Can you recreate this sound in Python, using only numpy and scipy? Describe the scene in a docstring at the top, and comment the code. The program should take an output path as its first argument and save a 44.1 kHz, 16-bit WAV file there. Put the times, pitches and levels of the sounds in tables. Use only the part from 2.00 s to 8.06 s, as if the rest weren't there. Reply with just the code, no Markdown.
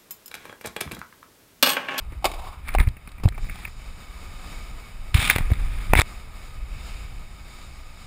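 """You hear a snowboard slap onto a box, scrape along it, drop off and run on over packed snow. The board booms
at each blow, the box with it while the board is on it; snow crunches under the base and hisses as the edge
throws it up. The rider wears the camera in a sealed plastic case: outside sounds come through its ringing
shell, clothing rubs and ticks on it, jolts thump it, and the wind rumbles around it."""
import sys
import numpy as np
from scipy import signal
from scipy.fft import rfft, irfft, next_fast_len
from scipy.io import wavfile
from scipy.ndimage import uniform_filter1d

SR = 44100
rng = np.random.default_rng(int(sys.argv[2]) if len(sys.argv) > 2 else 0)


def put_to_file(sound):
    """Save the sound as 16-bit audio at rate SR, in the file named by the first command-line argument."""
    columns = np.atleast_2d(sound).T  # one column per channel
    safe = np.clip(columns, -1, 1)
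    whole_steps = np.round(safe * 32767)
    wavfile.write(sys.argv[1], SR, whole_steps.astype(np.int16))


N = 267246
TIME = np.arange(N) / SR

# Air flowing over the case. Each row: time in seconds, relative level in dB.
AIR_FLOW = [(0, -35.5), (.62, -42), (.8, -27.5), (1, -47.5), (1.42, -29.5), (1.65, -41.5), (2.1, -42),
            (2.6, -38.5), (2.9, -43), (3.25, -33.5), (3.55, -25.5), (3.96, -27), (4.06, -43.5), (4.56, -42),
            (4.75, -32.5), (5.1, -36.5), (5.35, -43.5), (6.06, -43.5)]
# Shoves on the case. Each row: time in seconds, strength in dB, pitch in Hz.
CASE_JOLTS = [(.773, -12, 34.3), (.807, -6, 48), (0.878, -9, 69.4), (1.259, -4.5, 81.4), (1.439, -19, 29),
              (3.153, -5.5, 75.6), (3.19, -13, 64), (3.362, -18.5, 83.5), (3.408, -20, 95), (3.52, -8, 72),
              (3.905, -14, 45), (3.938, -18, 61), (3.968, -11, 49.4), (3.994, -8, 63)]
# Cloth brushing the case. 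Each row: start in seconds, length in seconds, peak in dB, swell in dB,
# fade time in seconds, share of coarse rasp from 0 to 1.
CLOTH_STROKES = [(0.102, 0.034, -49, 6, .005, 0), (0.626, 0.068, -35.5, 21.5, 0.021, 0.06),
                 (0.714, 0.047, -37.5, 14, .008, 0.03), (0.794, 0.01, -25, 4.5, 0.02, 0),
                 (0.943, 0.52, -59, 10, 0.033, 0), (1.513, 0.14, -47, 1, 0.013, 0.24),
                 (3.142, 0.16, -24.5, 1.5, 0.068, 0.54), (3.496, .46, -46, 0.5, 0.0088, 0.17),
                 (3.958, 0.038, -19, 8, 0.0092, 0.28)]
# Taps on the case, some carrying the thud of the board's blows. Each row: time in seconds, ring level in dB,
# thud level in dB.
CASE_TAPS = [(.123, -53, -35.5), (.69, -21, -45), (0.75, -20.5, -37), (.785, -14.5, -17),
             (.873, -29.5, -33), (.968, -37.5, -39.5), (1.075, -33, -34.5), (1.182, -38.5, -43),
             (1.199, -46, -41), (1.237, -42, -18), (1.256, -33, -16.5), (1.344, -42, -47),
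             (1.497, -27.5, -53), (1.652, -18.5, -51), (1.674, -39, -58), (3.1448, -7, -23),
             (3.2983, -4, -43), (3.3, 7, -32), (3.361, -10, -12.5), (3.384, -18.5, -14.5),
             (3.408, -44, -25), (3.503, -37, -26.5), (3.517, -26, -22.5), (3.9349, -0.5, -1),
             (3.9531, -5, -13), (3.99, -10, -11)]
# Sharp bright clicks on the case. Each row: time in seconds, strength in dB.
CASE_CLICKS = [(0.684, -21.5), (.741, -23), (0.801, -14.5), (0.887, -28.5), (1.09, -40), (1.118, -37),
               (1.287, -17), (3.1443, -9), (3.361, -11), (3.384, -17.5), (3.535, -23), (3.9981, 1),
               (4.01, -5), (4.0169, 2.5)]
# How loud the crunch and hiss are, faint before the landing.
# Each row: time in seconds, relative level in dB.
SNOW_LOUDNESS = [(0, -4.5), (1.25, -7.5), (1.75, -3.5), (2.25, 0), (2.53, 2.5), (2.8, 0.5), (3.05, -1.5),
                 (3.85, 1), (4.045, -0.5), (4.11, 2.5), (4.3, -1.5), (4.45, 2), (4.6, -2.5), (4.86, 4),
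                 (5.25, -1), (5.63, 2.5), (5.92, 0), (6.06, 2.5)]
# The base sliding on the box. Each row: time in seconds, level in dB, scrape pitch in Hz.
BOX_SLIDE = [(0, -55, 1095), (.24, -87, 795), (.28, -39.5, 697), (.35, -47, 760), (.42, -41.5, 850),
             (.48, -42, 1000), (.54, -46, 1050), (.6, -59, 1150), (.68, -73, 1117)]
# Blows on the board. Each row: time in seconds, boom in dB, crack in dB, fade time in seconds.
BOARD_BLOWS = [(0.225, -41, -52, 0.013), (.2435, -15.5, -22.5, 0.015), (.254, -19, -15.5, 0.0054),
               (.268, -45, -47, 0.056), (.316, -31.5, -31.5, 0.0046), (0.337, -35.5, -38, 0.011),
               (.75, -10.5, -25.5, 0.0035), (1.235, -33.5, -38, .016), (1.28, -24, -41, 0.002),
               (1.379, -32, -42, 0.0035), (1.557, -39, -37, 0.0034)]

# Ringing peaks and dips in the sound. Each row: pitch in Hz, width in Hz, gain in dB.
OUTSIDE_PEAKS = [(1244, 124, 9.5), (2230, 193, 10), (2568, 150, 6.5), (3010, 97, 7.5), (3727, 440, 12.5),
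                 (4894, 1140, 12.5), (6010, 160, -28.5), (7060, 1130, 8.5), (8280, 170, 11),
                 (9620, 1050, 10), (11580, 270, -9.5), (14400, 400, 6.5)]  # ringing peaks of outside sounds, with narrow gaps near 6 and 12 kHz
TOUCH_PEAKS = [(1230, 28, 13.5), (2354, 930, 21.5), (3600, 670, 10.5), (6060, 500, -20), (8320, 100, 15.5),
               (9730, 1170, 20), (11850, 1200, -24), (13840, 240, 8.5)]  # ringing peaks of touches, also with gaps near 6 and 12 kHz
BOARD_PEAKS = [(315, 92, -3.5), (563, 590, -18.5), (771, 168, 3), (1118, 175, -3)]  # the board's low pitches

# Tone colours, from bass to treble. Each row: frequency in Hz, relative level in dB.
RUMBLE_COLOUR = [(10, -14), (22, 7), (33, 1.5), (50, -1.5), (80, -21), (150, -38), (700, -47), (4000, -92)]  # big swirls of air
FLUTTER_COLOUR = [(20, -31), (45, -3), (65, 5), (90, -4.5), (125, -6.5), (180, -17.5), (300, -29.5),
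                  (700, -48), (4000, -106)]  # small swirls of air
BRUSH_COLOUR = [(30, -2.5), (200, 6.5), (500, -9), (800, -1), (1800, -4), (3000, -23.5), (4500, -21),
                (8000, -24), (15000, -12.5)]  # cloth brushing softly
RASP_COLOUR = [(30, -29), (250, -21), (500, -39), (850, 4), (1700, -8), (2500, -0.5), (3300, 2.5),
               (4500, 0.5), (6000, 4), (7500, 2), (10000, -9), (15000, -3)]  # cloth pressed hard
RING_COLOUR = [(30, -33), (400, -25), (900, -6), (1400, 0), (2000, 0), (2600, -7.5), (3100, -35.5),
               (4500, -17), (8000, -20.5), (15000, -2)]  # the bright ring of a tap
THUD_COLOUR = [(60, -13.5), (185, 13.5), (420, -4), (850, -4.5), (1300, -6.5), (2000, -19), (6000, -28)]  # the dull thud of a tap
SNAP_COLOUR = [(30, -14), (500, -7.5), (2000, 2.5), (3000, -6.5), (3700, 0.5), (5000, -9.5), (6000, -21),
               (8300, -7), (10500, -16), (15000, -20)]  # sharp clicks on the case
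CRUNCH_COLOUR = [(30, -9.5), (110, -4.5), (170, 8.5), (280, 2), (450, -1.5), (800, 0.5), (1500, -4),
                 (2500, -6.5), (4200, -23), (7000, -23.5), (15000, -19)]  # crushed snow
SPRAY_COLOUR = [(300, -30), (1500, 9.5), (3000, 3.5), (4800, 2), (7000, 3.5), (10000, -8), (15000, -21)]  # thrown snow
CRACK_COLOUR = [(100, 2), (1000, -4), (1500, -1), (2400, 2.5), (4500, -11), (9000, -12), (15000, -9.5)]  # the crack of the board's edge


def from_db(db):
    """Turn decibels into a number to multiply by."""
    return 10 ** (np.asarray(db) / 20)


def unit_level(x):
    """Scale a signal so that its average (rms) level is 1."""
    return x / np.sqrt(np.mean(x ** 2) + 1e-20)


def curves(rows):
    """Join rows that start with a time by straight lines, giving one curve per other column."""
    times, *columns = np.transpose(rows)
    return [np.interp(TIME, times, column) for column in columns]


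def drift(per_s):
    """A random wander of typical size 1 that heads for a new value per_s times a second."""
    points = rng.standard_normal(4000)
    return unit_level(np.interp(TIME * per_s, np.arange(len(points)), points))


def coloured(x, colour):
    """Give a signal a tone colour, with a filter that never rings ahead of the sound."""
    size = 2 * next_fast_len(N // 2 + 8192)
    hz, db = np.transpose(colour)
    bin_hz = np.maximum(np.fft.rfftfreq(size, 1 / SR), 1)
    gain = from_db(np.interp(np.log(bin_hz), np.log(hz), db))
    cepstrum = irfft(np.log(gain))
    cepstrum[1:size // 2] *= 2  # fold the filter's early half onto its late half (minimum phase)
    cepstrum[size // 2 + 1:] = 0
    return irfft(rfft(x, size) * np.exp(rfft(cepstrum)))[:N]


def through(x, peaks):
    """Pass a signal through a list of peaks and dips, one after another."""
    for hz, width, db in peaks:
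        gain, spread = from_db(db / 2), np.pi * width / SR
        tuning = -2 * np.cos(2 * np.pi * hz / SR)
        forward = [1 + spread * gain, tuning, 1 - spread * gain]
        feedback = [1 + spread / gain, tuning, 1 - spread / gain]
        x = signal.lfilter(forward, feedback, x + 1e-18)
    return x


def resonate_twice(x, hz, width_hz):
    """Keep the sound near one pitch by passing it twice through the same resonance."""
    radius = np.exp(-np.pi * width_hz / SR)
    forward = np.array([1, 0, -1]) * (1 - radius ** 2) / 2
    feedback = [1, -2 * radius * np.cos(2 * np.pi * hz / SR), radius ** 2]
    return signal.lfilter(forward, feedback, signal.lfilter(forward, feedback, x))


def hollow(hz, width_hz):
    """Hollow-sounding noise around one pitch."""
    return unit_level(resonate_twice(rng.standard_normal(N), hz, width_hz))


def steady(x, window=128):
    """Even out the loudness of a noise, leaving its colour."""
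    power = np.abs(signal.hilbert(x, next_fast_len(N))[:N]) ** 2
    return x / np.sqrt(uniform_filter1d(power, window) / 2 + 1e-12)


def chatter(colour, peaks=()):
    """Even noise that stands for the rapid rattling inside one contact."""
    return steady(through(coloured(rng.standard_normal(N), colour), peaks))


def grains(colour, peaks, per_s, spread_db):
    """Tiny slips of uneven size at random moments, shaped by a colour and by peaks and dips."""
    sizes = rng.standard_normal(N) * from_db(spread_db * rng.standard_normal(N))
    slips = unit_level(sizes * (rng.random(N) < per_s / SR))
    return unit_level(through(coloured(slips, colour), peaks))


def decays(rows, attack_s=0.00056):
    """A loudness curve of hits that die away. Each row: seconds, level in dB, fade time in seconds."""
    loudness = np.zeros(N)
    for start, db, fade_s in rows:
        tail = loudness[int((start - attack_s) * SR):][:SR // 2]
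        age = TIME[:len(tail)]
        tail += from_db(db) * np.exp(-age / fade_s) * (1 - np.exp(-(age / attack_s) ** 2))
    return loudness


def contacts(rows, medium_fade_s, medium_db, halving_db=21.5):
    """Like decays, but harder hits are shorter. Each row: seconds, level in dB, force in dB."""
    return decays([(start, db, medium_fade_s * 2 ** ((medium_db - force_db) / halving_db))
                   for start, db, force_db in rows])


def wind(rumble_boost_db=3.0, breeze_db=-39.5, flutter_db=-44, flutter_follows=0.69, gust_db=1.0):
    """Big swirls rumble around the case, small ones flutter at its corners; jolts leave it shaking."""
    shudder_offset_db, shudder_fade_s = -13.5, 0.018
    flow_db, = curves(AIR_FLOW)
    rumble = unit_level(coloured(rng.standard_normal(N), RUMBLE_COLOUR))
    rumble *= from_db(flow_db + rumble_boost_db)
    shudder = decays([(start, db + shudder_offset_db, shudder_fade_s) for start, db, _ in CASE_JOLTS])
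    swirls = from_db(flutter_db + flutter_follows * (flow_db - breeze_db))
    flutter = unit_level(coloured(rng.standard_normal(N), FLUTTER_COLOUR)) * np.hypot(swirls, shudder)
    return (rumble + flutter) * from_db(gust_db * drift(per_s=12))


def jolts(length_cycles=0.45):
    """A shove bends the case: the air inside swings once up and down, making a thump."""
    thumps = np.zeros(N)
    for centre, db, hz in CASE_JOLTS:
        near = np.abs(TIME - centre) < .1
        cycles = (TIME[near] - centre) * hz
        swing = np.sqrt(2) * np.sin(2 * np.pi * cycles) / np.cosh(2 * cycles / length_cycles)
        thumps[near] -= from_db(db) * swing
    return thumps


def cloth(catch_db=2.24, attack_s=0.0014, rasp_fade_s=0.066):
    """Fabric catches and slips on the case: each stroke swells, then lets go. Pressed hard, it rasps."""
    soft_power, coarse_power = np.zeros((2, N))
    for start, length, peak_db, swell_db, fade_s, rasp_share in CLOTH_STROKES:
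        share_left = np.clip((start + length - TIME) / length, 0, 1)
        since_end = np.maximum(TIME - start - length, 0)
        onset = np.clip((TIME - start) / attack_s, 0, 1)
        fade = np.exp(-np.minimum(since_end / fade_s, 20))
        power = onset * (from_db(peak_db - swell_db * share_left) * fade) ** 2
        rasping = rasp_share * np.exp(-since_end / rasp_fade_s)  # softens as the pressure comes off
        coarse_power += power * rasping
        soft_power += power * (1 - rasping)
    brush = np.sqrt(soft_power) * grains(BRUSH_COLOUR, TOUCH_PEAKS, per_s=5000, spread_db=0)
    rasp = np.sqrt(coarse_power) * grains(RASP_COLOUR, TOUCH_PEAKS, per_s=9000, spread_db=4)
    return (brush + rasp) * from_db(catch_db * drift(per_s=140))


def clothing_ticks(medium_db=-20.5, tap_fade_s=0.0029, snap_fade_s=0.0021, snap_offset_db=-4):
    """Hard bits of clothing tap the case, and the board's blows thud through it, so that it rings, thuds and
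    knocks; sharp clicks snap on it."""
    # Loose clothing adds faint random taps as the rider drops and lands.
    loose_from_s, loose_until_s, loose_per_s, loose_db, scatter_db = 1.3, 1.68, 40, -44, 2
    loose = (rng.random(N) < loose_per_s / SR) & (TIME > loose_from_s) & (TIME < loose_until_s)
    faint_db = (loose_db + scatter_db * rng.standard_normal(N))[loose]
    starts, ring_db, thud_db = np.hstack([np.transpose(CASE_TAPS), [TIME[loose], faint_db, faint_db]])
    force_db = np.maximum(ring_db, thud_db)
    knock_db = -33 + 1.79 * (thud_db - medium_db)  # hard taps bring out a hollow knock
    ring = chatter(RING_COLOUR, TOUCH_PEAKS)
    thud = chatter(THUD_COLOUR)
    knock = steady(hollow(hz=805, width_hz=370))
    taps = sum(noise * contacts(zip(starts, db, force_db), tap_fade_s, medium_db)
               for noise, db in [(ring, ring_db), (thud, thud_db), (knock, knock_db)])
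    snaps = [(start, db + snap_offset_db, db) for start, db in CASE_CLICKS]
    return taps + chatter(SNAP_COLOUR) * contacts(snaps, snap_fade_s, medium_db)


def snow(crunch_base_db=-47, spray_base_db=-57.5, spray_follows=2.02, flicker_db=1.0):
    """Crystals crush under the base; the edge rasps and throws a bright spray, most of all on landing."""
    touchdown_s, sink_in_s, plume_peak_db, plume_fade_s = 1.427, .12, 16.5, 0.47
    run_up_s, fade_db_per_s = 4.1, 2.5  # the crunch fades on the run-up to the next jump
    carve_s, carve_length_s, carve_db = 4.89, 0.3, -52  # one hard turn makes the edge rasp
    box_spray_db = -79  # a little loose snow is thrown before the landing
    loudness_db, = curves(SNOW_LOUDNESS)
    crunch_db = crunch_base_db + loudness_db - fade_db_per_s * np.maximum(TIME - run_up_s, 0)
    landed = np.clip(1 + (TIME - touchdown_s) / sink_in_s, 0, 1)
    plume_db = plume_peak_db * np.exp(-np.maximum(TIME - touchdown_s, 0) / plume_fade_s)
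    riding_db = spray_base_db + spray_follows * loudness_db + plume_db
    spray_db = landed * riding_db + (1 - landed) * box_spray_db
    crunch = grains(CRUNCH_COLOUR, OUTSIDE_PEAKS, per_s=20000, spread_db=3) * from_db(crunch_db)
    hiss = through(coloured(rng.standard_normal(N), SPRAY_COLOUR), OUTSIDE_PEAKS)
    spray = unit_level(hiss) * from_db(spray_db)
    carve_swell = np.exp(-2 * ((TIME - carve_s) / carve_length_s) ** 2)
    carve = hollow(hz=2430, width_hz=650) * from_db(carve_db) * carve_swell
    return (crunch + spray + carve) * from_db(flicker_db * drift(per_s=25))


def box_slide(wander_hz=260, hiss_db=-7, judder_db=2.0):
    """The base scrapes roughly along the box, rising in pitch toward its end."""
    level_db, pitch_hz = curves(BOX_SLIDE)
    lowpass = signal.butter(2, wander_hz, fs=SR, output="sos")
    wander = signal.sosfilt(lowpass, rng.standard_normal((2, N)))
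    phase = 2 * np.pi * np.cumsum(pitch_hz) / SR
    scrape = unit_level(wander[0] * np.cos(phase) + wander[1] * np.sin(phase))  # noise around the pitch
    loudness = from_db(level_db + judder_db * drift(per_s=90.4))
    hiss = from_db(hiss_db) * chatter(CRACK_COLOUR, OUTSIDE_PEAKS)
    return loudness * (scrape + hiss)


def board_blows():
    """Each blow makes the board boom at its low pitches, with a bright crack from the edge."""
    clatter = rng.standard_normal(N)
    ringing = sum((-1) ** k * from_db(db) * resonate_twice(clatter, hz, width)
                  for k, (hz, width, db) in enumerate(BOARD_PEAKS))
    boom_loudness = decays([(start, db, fade_s) for start, db, _, fade_s in BOARD_BLOWS])
    crack_loudness = decays([(start, db, fade_s) for start, _, db, fade_s in BOARD_BLOWS])
    return steady(ringing) * boom_loudness + chatter(CRACK_COLOUR, OUTSIDE_PEAKS) * crack_loudness


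def scene(side_db=-34):
    """Add up all the sounds; left and right are the same but for a tiny phase shift."""
    inside = snow() + board_blows() + box_slide() + cloth() + clothing_ticks() + jolts() + wind()
    side = from_db(side_db) * signal.hilbert(inside, next_fast_len(N))[:N].imag
    return np.array([inside + side, inside - side])


def record(dry, sizzle_hz=12000, sizzle_db=-44, cutoff_hz=15500):
    """A faint sizzle flickers with the bass, the hardest taps overload, and the top treble is cut."""
    bass = signal.sosfilt(signal.butter(2, [50, 300], "band", fs=SR, output="sos"), dry)
    sizzle = from_db(sizzle_db) * bass * np.cos(2 * np.pi * sizzle_hz * TIME)
    overloaded = np.clip(dry + sizzle, -1, 1)
    return signal.sosfilt(signal.ellip(12, .2, 90, cutoff_hz, fs=SR, output="sos"), overloaded)


dry = scene()
out = record(dry)
put_to_file(out)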